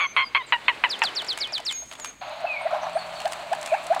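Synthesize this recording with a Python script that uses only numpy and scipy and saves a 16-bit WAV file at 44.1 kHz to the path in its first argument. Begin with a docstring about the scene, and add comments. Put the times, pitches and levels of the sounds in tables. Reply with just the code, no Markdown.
"""A gallinule wades through a quiet marsh, over a hiss of air and a distant rumble. It opens with harsh
keks, a buzzy tone chopped by a flutter, while faint peeps and small far birds sound behind it. Near 1 s
the keks give way to falling whistles, and water begins to tick and slosh in damped bursts of noise.
Two thin, high peeps follow. From 2.2 s a nearer wash sets in, then soft rising clucks and a faint
low drone. Scattered reflections trail every call."""
import sys
import numpy as np
from scipy import signal
from scipy.fft import rfft, irfft
from scipy.io import wavfile
from scipy.ndimage import uniform_filter1d

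SR = 44100
rng = np.random.default_rng(int(sys.argv[2]) if len(sys.argv) > 2 else 0)


def pcm_store(signal):
    """Save signal as 16-bit PCM."""
    levels = np.round(np.clip(np.atleast_2d(signal), -1, 1) * 32767)
    wavfile.write(sys.argv[1], SR, levels.astype(np.int16).T)


N = 176400


def undb(db):
    """Decibels to gain."""
    return 10 ** (np.asarray(db) / 20)


def unit(x):
    """Scale to rms 1."""
    return x / np.sqrt(np.mean(x ** 2) + 1e-18)


def clock(length):
    """Sample times of an event."""
    return np.arange(max(int(length * SR), 16)) / SR


def curve(rows, t, axis=1):
    """Join the rows of a table by straight lines."""
    rows = np.array(rows, float)
    return np.interp(t, rows[:, 0], rows[:, axis])


def add(out, start, x):
    """Mix a sound in at its time."""
    i = int(round(start * SR))
    a, b = max(i, 0), min(i + len(x), N)
    if b > a:
        out[a:b] += x[a - i:b - i]


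def colour(x, points, size=4096):
    """Minimum-phase filter of unit power gain through (frequency_hz, relative_db) points."""
    hz, db = np.array(points, float).T
    gain = undb(np.interp(np.log(np.arange(size // 2 + 1) * SR / size + 1), np.log(hz), db))
    cepstrum = irfft(np.log(unit(gain)))
    cepstrum[1:size // 2] *= 2
    cepstrum[size // 2 + 1:] = 0
    return signal.fftconvolve(x, irfft(np.exp(rfft(cepstrum))))[:len(x)]


def noise(points):
    """Coloured noise of rms 1."""
    return colour(rng.standard_normal(N), points)


def walk(rate, size):
    """Random modulation: smoothed random steps with a spread of 1."""
    k = max(int(SR / rate), 2)
    steps = np.repeat(rng.standard_normal(size // k + 2), k)
    return unit(uniform_filter1d(uniform_filter1d(steps, k), k))[:size]


def turns(hz):
    """Phase as the integral of frequency."""
    return 2 * np.pi * np.cumsum(hz) / SR


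def echo(x, t60, wet_db):
    """Reverberation: scattered reflections die away exponentially."""
    t = clock(t60)
    envelope = np.exp(-np.log(1000) * t / t60) * np.minimum(t / (t60 / 20), 1)
    tail = unit(rng.standard_normal(len(t)) * envelope) / np.sqrt(len(t))
    return x + undb(wet_db) * signal.fftconvolve(x, tail)[:N]


# Spectra of the air, the treble hiss and the rumble: frequency_hz, relative_db
AIR_SPECTRUM = [(25, -43.5), (100, -27.5), (170, -8), (300, -2), (600, 3), (1000, 1.5), (2300, 0.5),
                (3200, -4), (4400, -6.5), (5500, -19.5), (8000, -21.5), (11000, -28.5), (15500, -42)]
HISS_SPECTRUM = [(3000, -22), (6000, 0), (8000, 3.5), (11000, -11), (15500, -16.5)]
RUMBLE_SPECTRUM = [(20, -15), (36, -14.5), (55, 2), (85, -8), (135, 0.5), (170, -7.5), (270, -1.5),
                   (500, -19.5), (1500, -33)]
# Envelopes of the air and the hiss: time_s, level_db
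AIR_ENVELOPE = [(0, -49.5), (.45, -47.5), (.55, -44.5), (.8, -41.5), (1.1, -38), (1.42, -41), (1.5, -44),
                (1.75, -48.5), (1.86, -55.5), (2.08, -42.5), (2.15, -55), (2.6, -51), (4, -43.5)]
HISS_ENVELOPE = [(0, -71), (.48, -77), (.54, -61.5), (.9, -62), (1.5, -66), (1.85, -58), (2.2, -66.5),
                 (2.8, -63), (3.08, -56.5), (3.33, -53), (3.5, -57), (3.68, -52), (4, -56)]


def marsh_air(rumble_db=-58.5):
    """Filtered noise: air and hiss flicker by random amplitude modulation over a steady rumble."""
    t = np.arange(N) / SR
    air = noise(AIR_SPECTRUM) * undb(curve(AIR_ENVELOPE, t) + walk(40, N))
    hiss = noise(HISS_SPECTRUM) * undb(curve(HISS_ENVELOPE, t) + 2.2 * walk(90, N))
    return air + hiss + undb(rumble_db) * noise(RUMBLE_SPECTRUM)


# Thin high notes: start_s, length_s, first_hz, held_hz, slide_s, level_db
PEEPS = [(-.035, 0.18, 8420, 6240, 0.026, -45), (0.212, 0.096, 5320, 4770, 0.021, -41.5),
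         (1.68, 0.17, 10640, 6490, 0.02, -33), (1.972, 0.15, 10490, 6450, 0.02, -37)]


def peeps():
    """Exponential glide: a trembling tone swells as it slides down, then holds its pitch."""
    out = np.zeros(N)
    for start, length, first_hz, held_hz, slide, db in PEEPS:
        t = clock(length)
        pitch = held_hz + (first_hz - held_hz) * np.exp(-t / slide)
        phase = turns(pitch * (1 + 0.002 * walk(185, len(t))))
        tone = np.sin(phase) + undb(-30) * np.sin(2 * phase)
        envelope = np.minimum(t / 0.044, 1) ** 2 * np.clip((length - t) / 0.019, 0, 1)
        level_db = db - 4 * t / length + 2.8 * walk(70, len(t))
        add(out, start, np.sqrt(2) * undb(level_db) * envelope * tone)
    return echo(out, t60=1.6, wet_db=-13.5)


FLUTTER_HZ, FLUTTER_DEPTH = 150.1, 0.99
RASP_DECAY_S, CRACK_RISE_S, MARSH_T60_S = 0.093, 0.0012, 0.61
# Harsh calls: start_s, loud_s, length_s, pitch_hz, fall_fraction, level_db, fade_db, tail_db, crack_db
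KEKS = [(-.001, 0.063, 0.072, 1133, 0.051, -23, 0.5, -5, -45),
        (0.1641, 0.073, 0.084, 1084, 0.021, -17, -7.5, -0.5, -13.5),
        (0.3474, 0.037, 0.078, 1101, .13, -16, -7.5, -8, -12.5),
        (0.5227, 0.026, 0.047, 982, 0.066, -16, -3, -8, -14.5),
        (0.6808, 0.027, 0.041, 1053, .19, -14, -8.5, -12, -10),
        (0.8373, 0.026, 0.038, 1012, 0.19, -15.5, -6.5, -14.5, -14),
        (1.018, 0.02, 0.038, 956, 0.42, -19.5, -6, -6, -15)]
# Resonances of the bird's throat: frequency_hz, relative_db
THROAT_RESPONSE = [(200, -37.5), (550, -8.5), (900, -4), (1130, -6.5), (1500, 2.5), (1850, -2), (2200, -1),
                   (2600, 3.5), (3200, -7.5), (3750, -17), (4200, -16), (5200, -46.5), (8000, -45),
                   (15000, -65)]


def keks():
    """Source and filter: a buzz, chopped into puffs by a slower flutter, resonates in the throat."""
    out = np.zeros(N)
    for start, loud, length, hz, fall, db, fade_db, tail_db, crack_db in KEKS:
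        t = clock(length + 0.03)
        harsh = 1 / (1 + np.exp(np.clip((t - loud) / 0.0048, -50, 50)))  # 1 while loud, 0 in the tail
        rasp = harsh * np.exp(-t / RASP_DECAY_S)
        cycle = np.cumsum(FLUTTER_HZ * (1 + 0.13 * walk(100, len(t)))) / SR
        puff = np.sin(np.pi * (cycle % 1) ** 0.66) ** 0.56
        gate = 1 - FLUTTER_DEPTH * harsh * (1 - puff)
        # Each puff slips in phase by a random amount, roughening the tone.
        slip = uniform_filter1d(rng.standard_normal(64)[cycle.astype(int) % 64], size=40)
        pitch = hz * (1 - fall * (t / length) ** 2) * (1 + 0.034 * rasp * walk(900, len(t)))
        phase = turns(pitch) + 2 * np.pi * 0.12 * rasp * slip
        tilt_db = -5.5 * (1 - harsh + fall)  # per harmonic: tails and falling calls are mellower
        buzz = sum(undb(tilt_db * k) * np.cos((k + 1) * phase) for k in range(8))
        breath = colour(gate * rng.standard_normal(len(t)), THROAT_RESPONSE)
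        voice = unit(colour(buzz * gate, THROAT_RESPONSE)) + 0.61 * rasp * breath
        body = undb(fade_db * np.minimum(t / loud, 1)) * (harsh + (1 - harsh) * undb(tail_db))
        edges = np.minimum(t / 0.0024, 1) * np.clip((length - t) / 0.0042, 0, 1)
        add(out, start, undb(db) * voice * body * edges)
        # The opening crack is a brief transient pitched above the call.
        snap = sum(np.cos(k * turns(np.full(len(t), 1.17 * hz))) for k in range(1, 5))
        snap /= np.std(colour(snap, THROAT_RESPONSE))
        burst = (t / CRACK_RISE_S) ** 2 * np.exp(2 - 2 * t / CRACK_RISE_S)
        crack = burst * (snap + 0.5 * rng.standard_normal(len(t)))
        add(out, start, undb(crack_db) * colour(crack, THROAT_RESPONSE))
    return echo(out, MARSH_T60_S, wet_db=-23)


# Calls from deeper in the marsh: start_s, length_s, first_hz, last_hz, level_db, waver_fraction
FAR_CALLS = [(0.072, 0.074, 2250, 2350, -49, 0.035), (.15, 0.035, 9700, 9000, -59.5, 0.016),
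             (0.398, 0.056, 3540, 4100, -46, .004), (0.462, 0.05, 8430, 5460, -55, 0.078),
             (0.637, 0.066, 3450, 3660, -50, 0.0043), (1.363, 0.085, 2160, 2260, -45.5, .02),
             (1.437, 0.1, 2570, 2385, -49.5, 0.011), (1.683, 0.047, 2050, 2150, -41.5, 0.03),
             (1.715, 0.048, 2524, 2360, -49, 0.011), (2.041, 0.052, 2444, 2380, -53, 0.0068),
             (2.464, 0.023, 2640, 2554, -33.5, 0.0093), (2.489, 0.043, 2550, 2450, -30.5, 0.0044),
             (2.519, 0.1, 2433, 2175, -36.5, 0.022), (2.634, 0.093, 2030, 1866, -48.5, .008),
             (2.607, 0.042, 8760, 8570, -59, .004), (2.809, 0.039, 6340, 5900, -53.5, 0.042),
             (2.918, 0.071, 7520, 9360, -53.5, 0.019), (2.976, 0.055, 4520, 4280, -44.5, 0.0065),
             (3.151, 0.064, 4570, 4210, -45, 0.0035), (3.65, 0.17, 2520, 2440, -40, .07)]


def far_birds():
    """Scattering: short wavering glides arrive blurred by early reflections and reverberation."""
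    out = np.zeros(N)
    for start, length, first_hz, last_hz, db, waver in FAR_CALLS:
        t = clock(length)
        pitch = np.linspace(first_hz, last_hz, len(t)) * (1 + waver * walk(350, len(t)))
        envelope = undb(db + 3 * walk(115, len(t))) * np.abs(np.sin(np.pi * t / length)) ** 0.5
        add(out, start, np.sqrt(2) * envelope * np.sin(turns(pitch)))
    scattered = echo(out, t60=0.07, wet_db=-5)
    return echo(scattered, MARSH_T60_S, wet_db=-10.5)


# Falling whistles: start_s, level_db
WHISTLES = [(.890, -26.5), (1.024, -26), (1.149, -25), (1.272, -25.5), (1.395, -25.5), (1.520, -25.5),
            (1.649, -25.5)]
# Their common contour: time_s, pitch_hz, relative_db
WHISTLE_CONTOUR = [(0, 7550, -46), (.003, 7240, -10.5), (.005, 5990, -24), (.010, 5495, -7.5),
                   (.020, 4766, 0), (.030, 4307, -1), (.040, 3760, -0.5), (.055, 3173, -4.5),
                   (.066, 2990, -10), (.078, 3010, -23)]
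# Spectrum of their airy edge: frequency_hz, relative_db
BREATH_SPECTRUM = [(2000, -36), (5000, 0), (8000, -2), (11000, -2), (15500, -24)]


def whistles():
    """Frequency sweep: nearly pure tones fall over an octave and reflect off the ground."""
    out = np.zeros(N)
    t = clock(WHISTLE_CONTOUR[-1][0])
    for start, db in WHISTLES:
        phase = turns(curve(WHISTLE_CONTOUR, t) * (1 + 0.0077 * walk(390, len(t))))
        breath = colour(rng.standard_normal(len(t)), BREATH_SPECTRUM)
        tone = np.sin(phase) + undb(-30) * np.sin(2 * phase) + undb(-33) * breath
        level_db = db + curve(WHISTLE_CONTOUR, t, axis=2) + 1.33 * walk(254, len(t))
        add(out, start, np.sqrt(2) * undb(level_db) * tone)
    off_ground = echo(out, t60=0.05, wet_db=-8.5)
    return echo(off_ground, MARSH_T60_S, wet_db=-19)


# Ticks and small splashes: start_s, relative_db, low_band_offset_db
SPLASHES = [(0.9124, -36.5, 0), (0.9895, -37, -10), (1.036, -29, 8), (1.0504, -34.5, -11), (1.2181, -36, 5),
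            (1.245, -38, 4), (1.2645, -44, 7), (1.3274, -37, -9), (1.3738, -29.5, 2), (1.3857, -33.5, 3),
            (1.4722, -41, 4.5), (1.5787, -39, 10), (1.6, -41, 3), (1.664, -36.5, 3.5), (1.7097, -32, 3.5),
            (1.7224, -32.5, 3.5), (1.912, -48.5, 15), (1.9236, -43, 9), (1.9328, -39.5, 3),
            (1.9516, -47, 10), (1.9973, -34, -2), (2.0443, -27.5, 0.5), (2.0562, -35, 1), (2.0715, -39, -7),
            (2.093, -47, -6), (3.201, -35.5, 4), (3.216, -41, 6), (3.2545, -37.5, 10), (3.275, -36, 3),
            (3.3202, -30, 3), (3.3315, -33.5, 3), (3.5285, -35.5, 6.5), (3.548, -39, -1),
            (3.6118, -34.5, -8), (3.6275, -33.5, 1), (3.6594, -28, 1), (3.6734, -35, 6.5),
            (3.7818, -55, -3), (3.866, -34, 1.5), (3.946, -34.5, 3), (3.9954, -28, 2)]
# Spectra of their two bands: frequency_hz, relative_db
SPLASH_HIGH_BAND = [(300, -55), (2000, -21), (5000, 3), (8000, 9.5), (11000, -1.5), (15500, -17)]
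SPLASH_LOW_BAND = [(100, -47), (400, -24), (900, 6.5), (3500, 7), (6000, -7.5), (12000, -19.5)]


def splashes(drip_count=30, drips_from_s=1):
    """Broadband transients: water ticks in two bands of noise, with faint random drips in the upper."""
    high, low, out = np.zeros((3, N))
    t = clock(0.2)
    splash = np.minimum(t / 0.0015, 1) * np.exp(-np.maximum(t - 0.0025, 0) / 0.0033)
    for start, db, low_db in SPLASHES:
        add(high, start, undb(db - 4) * splash)
        add(low, start, undb(db + low_db - 2) * splash)
    for when, faintness in rng.random((drip_count, 2)):
        start = drips_from_s + when * (N / SR - drips_from_s)
        add(high, start, undb(-44 - 16 * faintness) * np.exp(-t / 0.0017))
    for envelope, band in (high, SPLASH_HIGH_BAND), (low, SPLASH_LOW_BAND):
        crackle = rng.standard_normal(N) * undb(1.5 * walk(1200, N))
        out += colour(envelope * crackle, band)
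    return out


# Sloshes of water: start_s, decay_s, level_db
SLOSHES = [(1.221, 0.021, -35.5), (1.374, 0.01, -43), (1.523, 0.0047, -33.5), (1.594, 0.013, -34),
           (1.821, 0.0064, -40), (1.916, 0.027, -42.5), (1.989, 0.0086, -37.5), (2.048, 0.014, -61),
           (1.835, 0.0034, -47), (2.222, 0.025, -43), (2.611, 0.0093, -31), (2.708, 0.039, -25.5),
           (2.745, 0.04, -27.5), (2.832, 0.042, -28), (2.868, 0.0048, -27.5), (3.963, 0.011, -20.5)]
# Their dull spectrum: frequency_hz, relative_db
SLOSH_SPECTRUM = [(200, -34.5), (480, -32.5), (600, 8), (900, 3), (1400, -8.5), (2500, -20), (5000, -29.5),
                  (15000, -52)]


def sloshes():
    """Exponential decay: each slosh is a damped burst of noise, strongest near 600 Hz."""
    envelope = np.zeros(N)
    t = clock(0.2)
    for start, decay, db in SLOSHES:
        burst = np.minimum(t / 0.0017, 1) * np.exp(-np.maximum(t - 0.003, 0) / decay)
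        add(envelope, start - 0.002, undb(db) * burst)
    return colour(envelope * rng.standard_normal(N), SLOSH_SPECTRUM)


# Spectrum of the nearer wash: frequency_hz, relative_db
WASH_SPECTRUM = [(100, -36), (470, -39.5), (540, -11), (610, 4.5), (720, 0.5), (900, -4.5), (1300, -9),
                 (1900, -15), (2500, -12), (3300, -17), (4300, -16), (5300, -34.5), (7000, -44),
                 (8400, -48), (11000, -44), (15500, -51)]


def wash(start_s=2.21, level_db=-36.5):
    """Gated noise: a flickering midrange wash sets in just before the clucks and stays."""
    onset = np.clip((np.arange(N) / SR - start_s) / 0.004, 0, 1)
    return noise(WASH_SPECTRUM) * undb(level_db + walk(40, N)) * onset


# Soft round notes: start_s, swell_s, length_s, first_hz, level_db
CLUCKS = [(2.440, 0.0086, 0.022, 621, -21.5), (2.649, 0.015, 0.035, 599, -20),
          (2.727, 0.0076, 0.022, 625, -19.5), (2.951, 0.014, 0.034, 605.5, -19),
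          (3.246, .015, 0.031, 614, -20), (3.514, .011, .028, 639, -19), (3.715, 0.017, 0.043, 607.5, -16),
          (3.899, 0.018, 0.047, 633.4, -15)]


def clucks(rise_fraction=0.582, fade_db=-24):
    """Phase modulation: a rising tone gains husky, jittering second and third harmonics as it fades."""
    out = np.zeros(N)
    for start, swell, length, hz, db in CLUCKS:
        t = clock(length)
        late = np.clip((t - swell) / (length - swell), 0, 1)
        pitch = hz * (1 + rise_fraction * (t / length) ** 2.05)
        phase = turns(pitch * (1 + 0.0054 * walk(276, len(t))))
        attack = np.sin(np.pi / 2 * np.minimum(t / swell, 1)) ** 1.14
        fade = undb(fade_db * late ** 2 + 4.5 * late * walk(288, len(t)))
        release = np.clip((length - t) / 0.0011, 0, 1)
        husky_phase = phase + 0.5 * walk(500, len(t))
        overtones = np.sin(2 * husky_phase) + 0.46 * np.sin(3 * husky_phase)
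        tone = np.sin(phase) + late * undb(-5.5) * overtones
        add(out, start, np.sqrt(2) * undb(db) * attack * fade * release * tone)
    return echo(out, t60=0.21, wet_db=-16)


# Envelope of the low drone: time_s, level_db
DRONE_ENVELOPE = [(0, -100), (2.5, -73.5), (2.9, -56.5), (3.4, -63.5), (4, -60)]


def drone(pitch_hz=167):
    """Slow random modulation: a faint sinusoid emerges late, wavering in pitch and level."""
    phase = turns(pitch_hz * (1 + 0.02 * walk(25.07, N)))
    level_db = curve(DRONE_ENVELOPE, np.arange(N) / SR) + 1.5 * walk(9, N)
    return np.sqrt(2) * undb(level_db) * np.sin(phase)


def scene():
    """Superposition: air, birds and water add at one listening point."""
    return (marsh_air() + peeps() + keks() + far_birds() + whistles()
            + splashes() + sloshes() + wash() + clucks() + drone())[None]


def record(dry, cutoff_hz=15800):
    """Band limiting: a steep low-pass filter removes the highest treble."""
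    return signal.sosfilt(signal.ellip(10, 0.2, 80, cutoff_hz, fs=SR, output="sos"), dry)


dry = scene()
out = record(dry)
pcm_store(out)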